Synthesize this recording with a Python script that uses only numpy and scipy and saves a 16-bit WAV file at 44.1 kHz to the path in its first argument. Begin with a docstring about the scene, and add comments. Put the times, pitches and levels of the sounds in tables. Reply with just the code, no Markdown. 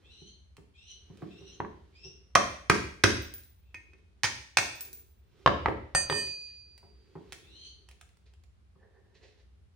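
"""A faint bird rasps outside a garage, over a low hum and the soft bumps of tools being handled.
Then a club hammer drives a cold chisel into a small metal casing on a brick: steel cracks, the brick
knocks, the concrete floor thuds, grit and splinters scatter. The hammer is put down, the chisel drops
and rings, and fingers pick at the casing with faint clicks. The bare room echoes it all."""
import sys
import numpy as np
from scipy import signal
from scipy.fft import rfft, irfft
from scipy.io import wavfile
from scipy.ndimage import uniform_filter1d

SR = 44100
rng = np.random.default_rng(int(sys.argv[2]) if len(sys.argv) > 2 else 0)


def wav_record(signal):
    """Record a signal, one row per channel, as 16-bit PCM in the file named by sys.argv[1]."""
    frames = np.transpose(np.atleast_2d(signal))
    bounded = np.clip(frames, -1, 1)
    # unit amplitude maps onto the largest positive 16-bit level
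    quanta = np.round(bounded * 32767).astype(np.int16)
    wavfile.write(sys.argv[1], SR, quanta)


N = 429975

# garage reverberation: band_hz, level_db, t60_s
ECHO_BANDS = [(61, 4, 0.93), (160, 3.5, 0.51), (426, 3, 0.53), (1180, -5, 0.47), (2880, -0.5, 0.61),
              (7700, -2.5, 0.5), (15470, -10, 0.62)]
# microphone shading: freq_hz, left_minus_right_db
MIC_BALANCE = [(100, 4.5), (1000, 0), (2200, -4.5), (4500, -9), (8500, -1.5), (15000, -1)]

# modes: freq_hz, gain_db, t60_s
ROOM_MODES = [(71.4, -60, .7), (111, -58, 0.33), (165, -60.5, .3), (197, -59.5, 0.37), (278, -62, .45),
              (310, -65.5, 0.53), (362, -62.5, 0.35), (519, -61.5, 0.43), (570, -61.5, 0.63)]
SPLINTER_MODES = [(8075, -17, .15), (10873, -12, .16), (10760, -13, .11), (14883, -3, .16), (15040, 4, .14)]
HELD_CHISEL_MODES = [(1826, -7, 0.19), (1960, -16, 0.065), (2100, -12, .22), (2190, -7.5, .22),
                     (2290, -5.5, 0.099), (2506, 5, .09), (4583, -16, .26), (4990, -17.5, 0.084),
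                     (5260, -16, .16), (6400, -16.5, 0.35), (6380, -13.5, .27), (8240, -15, .22),
                     (14150, -20.5, .22)]
# free chisel: freq_hz, tip_hit_db, flat_hit_db, t60_s, left_minus_right_db
FREE_CHISEL_MODES = [(1822, -3, -10.5, .24, -3), (2482, -13, -14, .95, -4), (3033, -22, -23, .4, 0),
                     (4688, -3.5, -5.5, 1.2, -6), (6335, -8, -19, .85, -4), (8037, -26, -26, .45, 0),
                     (8340, -2.5, -15, .3, 1), (11535, -31, -35, .5, 0), (15500, -34, -42, .4, 0)]
# brick and concrete: pitch_ratio, gain_db, t60_at_1khz_s
BRICK_MODES = [(0.631, -16, 0.035), (.85, -4, 0.02), (1.001, 11, 0.015), (1.169, -6, 0.018),
               (1.45, -10.5, 0.014), (1.75, -6, 0.013)]

# spectra: freq_hz, gain_db
AIR_EQ = [(20, -25), (45, -16.5), (75, 0.5), (134, -19), (204, -21), (285, -32.5), (422, -34), (1000, -39),
          (1400, -40), (4000, -46), (7500, -53.5), (10000, -53), (16000, -75.5)]
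SLEEVE_EQ = [(60, -11.5), (200, -7), (400, 2), (650, -17.5), (1100, -14.5), (1800, -16), (4000, -19),
             (10000, -35)]
BUMP_EQ = [(40, -25.5), (100, -2), (190, 1), (290, -3.5), (400, 3.5), (560, -17), (1100, -22.5),
           (2200, -38), (6000, -54)]  # flesh and wood on brick
CLICK_EQ = [(200, -40), (700, -8.5), (2200, -3), (3500, -7), (6000, -10.5), (10000, -11), (13000, -25),
            (15500, -12)]
SLAB_EQ = [(30, -16), (70, 6.5), (110, 4.5), (180, -6), (330, 0), (900, -7.5), (1600, -24), (4000, -49)]  # concrete under a heavy tool
FLOOR_THUD_EQ = [(25, -34.5), (50, -10.5), (105, 2.5), (160, -6), (300, 0.5), (450, -3.5), (800, -13),
                 (1600, -29), (5000, -50.5)]
CRACK_EQ = [(30, -39), (150, -30), (600, -10.5), (1300, 2), (2100, 5), (3300, -5.5), (5000, -2),
            (6400, -0.5), (7400, -14), (8400, -8.5), (11000, -18.5), (12800, -32), (14500, -20),
            (16000, -18.5)]
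AIR_SIDE_EQ = [(60, -9.5), (300, .5), (1500, 1)]
WHEEZE_EQ = [(900, -34), (2000, -8), (3600, 5.5), (5000, -8), (6200, -8), (12000, -35.5)]
RUB_BODY_EQ = [(250, -14), (420, 7), (700, -4), (1000, -2), (1350, -16.5), (1800, 4)]
RUB_TREBLE_EQ = [(2300, -4), (2700, 0), (3200, -6), (4000, -1), (4700, -4.5), (7000, -13), (14000, -48)]
BUMP_CLACK_EQ = [(1300, -3.5), (4000, -14)]
SPLINTER_TICK_EQ = [(500, -12), (2000, -8.5), (6000, 1.5), (11000, -1), (16000, -1)]
SOFT_CLACK_EQ = [(250, -3), (800, -3.5), (1800, 5), (4000, -8.5), (9000, -26)]
SOFT_CRACK_EQ = [(300, -6), (1700, 8.5), (2400, -3.5), (3000, 4), (3800, -1.5), (4500, -8.5),
                 (6000, -16.5), (10000, -33.5), (16000, -47.5)]
BRICK_EQ = [(150, -14.5), (500, -4.5), (1000, .5)]  # too small to radiate much bass

# bird calls: start_s, length_s, top_pitch_hz, level_db, second_voice_rel_db, octave_rel_db
BIRD_CALLS = [(0.023, 0.31, 3085, -54.5, 2.5, 1), (0.732, 0.23, 2994, -52.5, -3, 2),
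              (1.261, 0.31, 2953, -56, -1.5, 3), (1.913, 0.18, 2736, -54.5, -20.5, 11),
              (3.57, .16, 2640, -72.5, -9, -24), (7.418, .3, 3143, -54.5, 4, -3.5)]
# arm movements: peak_s, level_db, rise_s, fall_s
REACHES = [(.02, -69, 0.28, 0.43), (1.2, -63, 0.27, 1.37), (3.9, -77.5, 0.33, 1.25),
           (4.88, -66, 0.095, 0.18), (5.4, -65.5, 0.19, 1.4), (7.3, -65.5, 0.58, 0.78),
           (9.3, -77, 0.95, 0.64)]
# casing slid over the brick: start_s, length_s, level_db, treble_db
RUBS = [(6.462, 0.14, -71.5, 12), (7.88, 0.052, -71, 3), (8.0, 0.055, -78, 12), (8.257, 0.07, -72, 2.5),
        (8.719, 0.63, -71.5, -26), (9.143, 0.3, -65.5, -0.5)]
# hands, handle and shaft bump: start_s, level_db, clack_rel_db, t60_s
BUMPS = [(0.218, -53.5, -37, 0.029), (0.581, -53.5, -9, 0.039), (1.099, -49.5, -20, 0.11),
         (1.22, -39, -11, 0.074), (1.409, -50, -26, 0.18), (1.600, -40.5, -26, 0.16),
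         (2.047, -50.5, -18.5, 0.17), (6.106, -34, -4, 0.21), (6.829, -59, 0, 0.16),
         (7.154, -44, -5.5, 0.12), (8.757, -63, -9, 0.049)]
# casing snaps: start_s, level_db
SNAPS = [(.568, -57), (1.173, -64), (6.273, -55), (6.778, -59), (8.012, -53.5)]
# casing catches on the brick: start_s, level_db, release_after_s
CATCHES = [(7.3227, -43.5, .0062), (7.888, -56.5, .024)]
# splinters land: start_s, level_db
SPLINTER_LANDINGS = [(3.22, -47.5), (3.339, -40), (3.436, -54), (4.753, -51.5), (4.808, -35),
                     (4.930, -42.5)]
# steel set down: start_s, knock_db, knock_hz, thud_db, crack_db, rebound_after_s, rebound_rel_db
SET_DOWNS = [(1.6032, -30, 984, -46, -56, .045, -10.5), (5.4612, -13.5, 1064, -29, -23.5, 0.014, -4.5),
             (5.659, -21, 1090, -31.5, -39, 0.026, -11), (5.9498, -27.5, 783, -43, -31, 0.027, -17),
             (6.0989, -29, 1000, -47, -32.5, 0.026, -6.5)]
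# chisel lands: start_s, level_db, flatness (0 tip, 1 flat), hand_damping_db_per_s, chatter_s
CHISEL_DROPS = [(5.9490, -22, 0, 75, .03), (6.0995, -25, 1, 0, .1)]
# hammer blows: start_s, crack_db, ring_db, brick_lag_s, crunch_db, crunch_t60_s,
# knock_db, knock_hz, thud_db
BLOWS = [(2.352, -19.5, -35, 0.0042, -22.5, .02, -12, 1180, -32.5),
         (2.697, -25.5, -36, 0.0027, -25, .02, -14, 1650, -20.5),
         (3.037, -18.5, -30, 0.0033, -21.5, .022, -17.5, 1723, -19),
         (3.7443, -57, -41.5, 0.0032, -63, 0.024, -53, 2273, -59),
         (3.933, -85, -60.5, 0.0022, -73.5, .02, -69.5, 2145, -64),
         (4.2334, -25, -33, 0.0076, -23, .1, -30, 1063, -38.5),
         (4.5709, -17.5, -26.5, .0142, -25.5, .02, -38.5, 1090, -40.5)]

SIDES = np.array([[1], [-1]])  # left, right


def undb(db):
    """Decibels to gain."""
    return 10 ** (np.asarray(db) / 20)


def lookup(table, hz, column=1):
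    """Table column interpolated over log frequency."""
    rows = np.array(table, float)
    return np.interp(np.log(np.maximum(hz, 1)), np.log(rows[:, 0]), rows[:, column])


def colour(x, eq, size=4096):
    """Minimum-phase filter with the given spectrum."""
    cepstrum = irfft(np.log(undb(lookup(eq, np.fft.rfftfreq(size, 1 / SR)))))
    cepstrum[1:size // 2] *= 2
    cepstrum[size // 2 + 1:] = 0
    response = irfft(np.exp(rfft(cepstrum)))[:size // 2]
    return signal.oaconvolve(x, np.array(response, ndmin=x.ndim), axes=-1)[..., :x.shape[-1]]


def fade(t, t60_s):
    """Exponential decay, 60 dB in t60_s."""
    return np.exp(-np.log(1000) * t / t60_s)


def level(x, db):
    """Scales a hit to the energy of 10 ms at this level."""
    return x * undb(db) / np.sqrt(np.sum(x ** 2) / (SR / 100))


def add(track, start_s, x):
    """Mixes x into the track."""
    start = int(start_s * SR)
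    count = max(0, min(x.shape[-1], N - start))
    track[..., start:start + count] += x[..., :count]


def waver(rate_hz, count):
    """Smooth random drift, spread near 1."""
    size = max(1, int(SR / rate_hz))
    drift = uniform_filter1d(uniform_filter1d(rng.standard_normal(2 * SR), size), size)
    return drift[:count] / np.std(drift)


def contact(t60_s, crunch):
    """One push, then a dying crush of tiny ones; crunch is their size against the push."""
    t = np.arange(SR // 2) / SR
    push = rng.standard_normal(len(t)) * fade(t, t60_s)
    push *= crunch / np.sqrt(np.sum(push ** 2))
    push[0] += 1
    return push


def ring(modes, push, detune=0.):
    """Damped modes driven by a push; detune is their random shift with grip and seating."""
    t = np.arange(int(SR * max(t60_s for _, _, t60_s in modes))) / SR
    body = 0
    for hz, db, t60_s in modes:
        shifted_hz = hz * (1 + detune * rng.standard_normal())
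        body += undb(db) * fade(t, t60_s) * np.sin(2 * np.pi * shifted_hz * t)
    return signal.oaconvolve(push, body)[:len(push)]


def brick_knock(pitch_hz, push, detune=.042):
    """Brick rings low when driven whole, higher and shorter when only a corner gives."""
    modes = [(pitch_hz * ratio, db, t60_s / (pitch_hz / 1000) ** 2) for ratio, db, t60_s in BRICK_MODES]
    return ring(modes, push, detune)


def room_tone(air_db=-63, hum_hz=62.4, hum_width_hz=4.7, hum_db=-63):
    """Still air with a wavering low hum."""
    mid, side = colour(rng.standard_normal((2, N)), AIR_EQ)
    air = (mid + SIDES * colour(side, AIR_SIDE_EQ)) / np.std(mid)
    hum = rng.standard_normal(N)
    for q in (hum_hz / hum_width_hz, 2):
        hum = signal.lfilter(*signal.iirpeak(hum_hz, q, fs=SR), hum)
    return air * undb(air_db) + hum / np.std(hum) * undb(hum_db)


def garage_echo(x, early_db=-3, early_t60_s=.067, first_wall_s=.0025, mono_below_hz=260):
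    """Near walls answer fast, a diffuse tail follows; the bass is alike on both sides."""
    t, hz = np.arange(SR) / SR, np.fft.rfftfreq(SR, 1 / SR)
    mid, side = rfft(rng.standard_normal((2, SR)))
    coherence = 1 / (1 + (hz / mono_below_hz) ** 2)
    field = mid * np.sqrt((1 + coherence) / 2) + SIDES * side * np.sqrt((1 - coherence) / 2)
    onset = np.minimum(t / first_wall_s, 1) ** 2
    early = undb(early_db) * fade(t, early_t60_s)
    centres_hz = np.geomspace(50, 16000, 12)
    response = 0
    for band_hz, weights in zip(centres_hz, np.eye(len(centres_hz))):
        band = irfft(field * lookup(np.c_[centres_hz, weights], hz))
        envelope = onset * (early + fade(t, lookup(ECHO_BANDS, band_hz, column=2)))
        response += band * envelope * undb(lookup(ECHO_BANDS, band_hz)) / np.sqrt(np.sum(envelope ** 2))
    return signal.fftconvolve(x[None], response, axes=1)[:, :N]


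def standing_waves(x):
    """Low resonances between floor, ceiling and walls."""
    return ring(ROOM_MODES, x)


def microphones(x, right_lag_samples=1):
    """Sound reaches the right side later; the housing shades each side differently."""
    left = colour(x, [(hz, db / 2) for hz, db in MIC_BALANCE])
    right = colour(np.roll(x, right_lag_samples), [(hz, -db / 2) for hz, db in MIC_BALANCE])
    return np.array([left, right])


def bird(rise=.21, second_ratio=1.36, rasp=.028, second_rasp=.035, wobble=.02, flutter_db=3):
    """Harsh rising calls: the two sides of the syrinx sound different, jittering pitches."""
    out = np.zeros(N)
    for start_s, length_s, top_hz, db, second_db, octave_db in BIRD_CALLS:
        n = int(length_s * SR)
        progress = np.linspace(0, 1, n)
        glide = 1 - rise * np.maximum(1 - progress / .79, 0) ** 2
        pitch_hz = top_hz * glide * (1 + wobble * waver(45, n))
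        first_hz = pitch_hz * (1 + rasp * waver(350, n))
        second_hz = pitch_hz * second_ratio * (1 + second_rasp * waver(600, n))
        phase1, phase2 = 2 * np.pi * np.cumsum([first_hz, second_hz], axis=1) / SR
        call = np.sin(phase1) + undb(-19) * np.sin(3 * phase1)
        call += undb(octave_db) * progress * np.sin(2 * phase1)
        call += undb(second_db) * (np.sin(phase2) + undb(-24.5) * np.sin(2 * phase2))
        wheeze = colour(rng.standard_normal(n), WHEEZE_EQ)
        call += undb(-9) * wheeze / np.std(wheeze)
        envelope = np.interp(progress, [0, .35, .75, 1], [.15, .7, 1, .082])
        add(out, start_s, undb(db + flutter_db * waver(70, n)) * call * envelope)
    return out


def sleeves(span_db=20):
    """Cloth brushes with each reach, moving span_db over the rise and over the fall."""
    t = np.arange(N) / SR
    swell = sum(undb(db - span_db * np.maximum((peak_s - t) / rise_s, (t - peak_s) / fall_s))
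                for peak_s, db, rise_s, fall_s in REACHES)
    cloth = colour(rng.standard_normal(N), SLEEVE_EQ)
    return swell * cloth / np.std(cloth)


def rubbing(grain_db=4.6, drift_db=6.7):
    """Metal catches and slips on the grains of the brick."""
    out = np.zeros(N)
    for start_s, length_s, db, treble_db in RUBS:
        n = int(length_s * SR)
        progress = np.linspace(0, 1, n)
        slips = rng.standard_normal(n) * undb(grain_db * rng.standard_normal(n) + drift_db * waver(28, n))
        rub = colour(slips, RUB_BODY_EQ + [(hz, gain_db + treble_db) for hz, gain_db in RUB_TREBLE_EQ])
        arch = np.sqrt(4 * progress * (1 - progress))
        add(out, start_s, undb(db) * rub / np.std(rub) * arch)
    return out


def handling(clack_hz=1050):
    """Hands bump and shift the tools against the brick."""
    out = np.zeros(N)
    for start_s, db, clack_rel_db, t60_s in BUMPS:
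        add(out, start_s, level(colour(contact(t60_s, crunch=12), BUMP_EQ), db))
        clack = brick_knock(clack_hz, contact(t60_s, crunch=4), detune=.13)
        add(out, start_s, level(colour(clack, BUMP_CLACK_EQ), db + clack_rel_db))
    return out


def casing_click(db):
    """One small click of the casing."""
    return level(colour(contact(.017, crunch=9.3), CLICK_EQ), db)


def fingers(release_rel_db=-3, picking_s=(8.04, 8.45), picks_per_s=8, pick_db=-70, scatter_db=2):
    """The casing snaps, catches and lets go, then ticks unevenly as it is picked at."""
    out = np.zeros(N)
    for start_s, db in SNAPS:
        add(out, start_s, casing_click(db))
    for start_s, db, release_after_s in CATCHES:
        add(out, start_s, casing_click(db))
        add(out, start_s + release_after_s, casing_click(db + release_rel_db))
    for start_s in np.arange(*picking_s, 1 / picks_per_s):
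        late_s = rng.random() / picks_per_s / 2
        add(out, start_s + late_s, casing_click(pick_db + scatter_db * rng.standard_normal()))
    return out


def splinters(landings=3, hop_s=.043, hop_shrink=.52, hop_loss_db=10):
    """Metal slivers tinkle across the concrete in ever shorter, weaker hops."""
    out = np.zeros(N)
    for start_s, db in SPLINTER_LANDINGS:
        for hop in range(landings):
            tinkle = ring(SPLINTER_MODES, contact(.00023, crunch=.94), detune=.00092)
            tick = colour(contact(.011, crunch=1.65), SPLINTER_TICK_EQ)
            add(out, start_s, level(tinkle, db) + level(tick, db - 9))
            start_s += hop_s * hop_shrink ** hop
            db -= hop_loss_db
    return out


def grit(rate_per_s=700, t60_s=.4, spread_db=2.5, onset_s=.053):
    """Brick crumbs land as sparse, unequal ticks that die away."""
    t = np.arange(SR) / SR
    lands = rng.random(SR) < rate_per_s / SR
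    ticks = lands * rng.standard_normal(SR) * undb(spread_db * rng.standard_normal(SR))
    return colour(ticks * fade(t, t60_s) * np.minimum(t / onset_s, 1), CRACK_EQ)


def hammer_rocking(start_s=5.683, t60_s=.16, level_db=-29):
    """The hammer head rumbles on the concrete as it rocks to rest."""
    out = np.zeros(N)
    add(out, start_s, level(colour(contact(t60_s, crunch=5.9), SLAB_EQ), level_db))
    return out


def setting_down():
    """Steel meets the ground and rebounds once; the soft contact dulls the clack."""
    out = np.zeros(N)
    for start_s, knock_db, knock_hz, thud_db, crack_db, rebound_s, rebound_db in SET_DOWNS:
        for delay_s, gain_db in [(0, 0), (rebound_s, rebound_db)]:
            clack = colour(brick_knock(knock_hz, contact(.018, crunch=.76)), SOFT_CLACK_EQ)
            thud = colour(contact(.15, crunch=3), SLAB_EQ)
            crack = colour(contact(.016, crunch=2), SOFT_CRACK_EQ)
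            hit = level(clack, knock_db) + level(thud, thud_db) + level(crack, crack_db)
            add(out, start_s + delay_s, undb(gain_db) * hit)
    return out


def dropped_chisel(beat_hz=6.96, twin_db=-14.5, right_phase_rad=1.3):
    """The bar lands tip first, damped by the fingers, then falls flat and rings out."""
    out, t = np.zeros((2, N)), np.arange(2 * SR) / SR
    for hz, tip_db, flat_db, t60_s, pan_db in FREE_CHISEL_MODES:
        phase = 2 * np.pi * hz * t + np.array([[0], [right_phase_rad]])
        # two bending planes: each mode beats with a close twin that radiates the opposite pattern
        twin = SIDES * undb(twin_db) * np.sin(phase - 2 * np.pi * beat_hz * t)
        tone = undb(SIDES * pan_db / 2) * (np.sin(phase) + twin)
        for start_s, db, flatness, damping_db_per_s, chatter_s in CHISEL_DROPS:
            mode_db = db + tip_db + flatness * (flat_db - tip_db)
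            decay = fade(np.maximum(t - chatter_s, 0), t60_s)  # chatter delays the free decay
            add(out, start_s, tone * undb(mode_db - damping_db_per_s * t) * decay)
    return out


def hammering(crack_t60_s=.0069, force_rise_s=.0058, full_ring_db=-29.5, grit_rel_db=-13.5):
    """Steel cracks, the held chisel rings; then the casing crunches, brick and floor take the blow."""
    out = np.zeros(N)
    force_ramp = np.minimum(np.arange(SR // 2) / SR / force_rise_s, 1)
    for start_s, crack_db, ring_db, lag_s, crunch_db, crunch_t60_s, knock_db, knock_hz, thud_db in BLOWS:
        crack = colour(force_ramp * contact(crack_t60_s, crunch=4.9), CRACK_EQ)
        clink = ring(HELD_CHISEL_MODES, contact(.002, crunch=.39), detune=.004)
        clink = colour(clink, [(2500, 0), (5000, ring_db - full_ring_db)])  # lighter blows ring duller
        add(out, start_s, level(crack, crack_db) + level(clink, ring_db))
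        casing = colour(contact(crunch_t60_s, crunch=6), CRACK_EQ)
        clack = colour(brick_knock(knock_hz, contact(.015, crunch=.7)), BRICK_EQ)
        thud = colour(contact(.038, crunch=1), FLOOR_THUD_EQ)
        add(out, start_s + lag_s, level(casing, crunch_db) + level(clack, knock_db) + level(thud, thud_db))
        add(out, start_s, level(grit(), thud_db + grit_rel_db))  # driven harder, brick crumbles more
    return out


def scene():
    """Work near the floor, its echo and the still room; the bird arrives only via the walls."""
    blows = hammering()
    knocks = setting_down() + hammer_rocking()
    chisel = dropped_chisel()
    small_sounds = splinters() + fingers() + handling() + sleeves() + rubbing()
    to_walls = blows + undb(-1.5) * knocks + undb(1.5) * small_sounds + undb(-7) * chisel[0]
    echo = garage_echo(to_walls + bird())
    boom = standing_waves(blows + undb(1.5) * knocks + undb(-3.5) * small_sounds)
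    return microphones(blows + knocks + small_sounds) + chisel + echo + boom + room_tone()


def record(dry, low_cut_hz=28, high_cut_hz=15900):
    """Thins the deepest bass, rounds the loudest peaks, cuts the top."""
    low_cut = signal.butter(1, low_cut_hz, "high", fs=SR, output="sos")
    high_cut = signal.ellip(8, .2, 70, high_cut_hz, fs=SR, output="sos")
    rounded = np.tanh(signal.sosfilt(low_cut, dry))
    return signal.sosfilt(high_cut, rounded)


dry = scene()
out = record(dry)
wav_record(out)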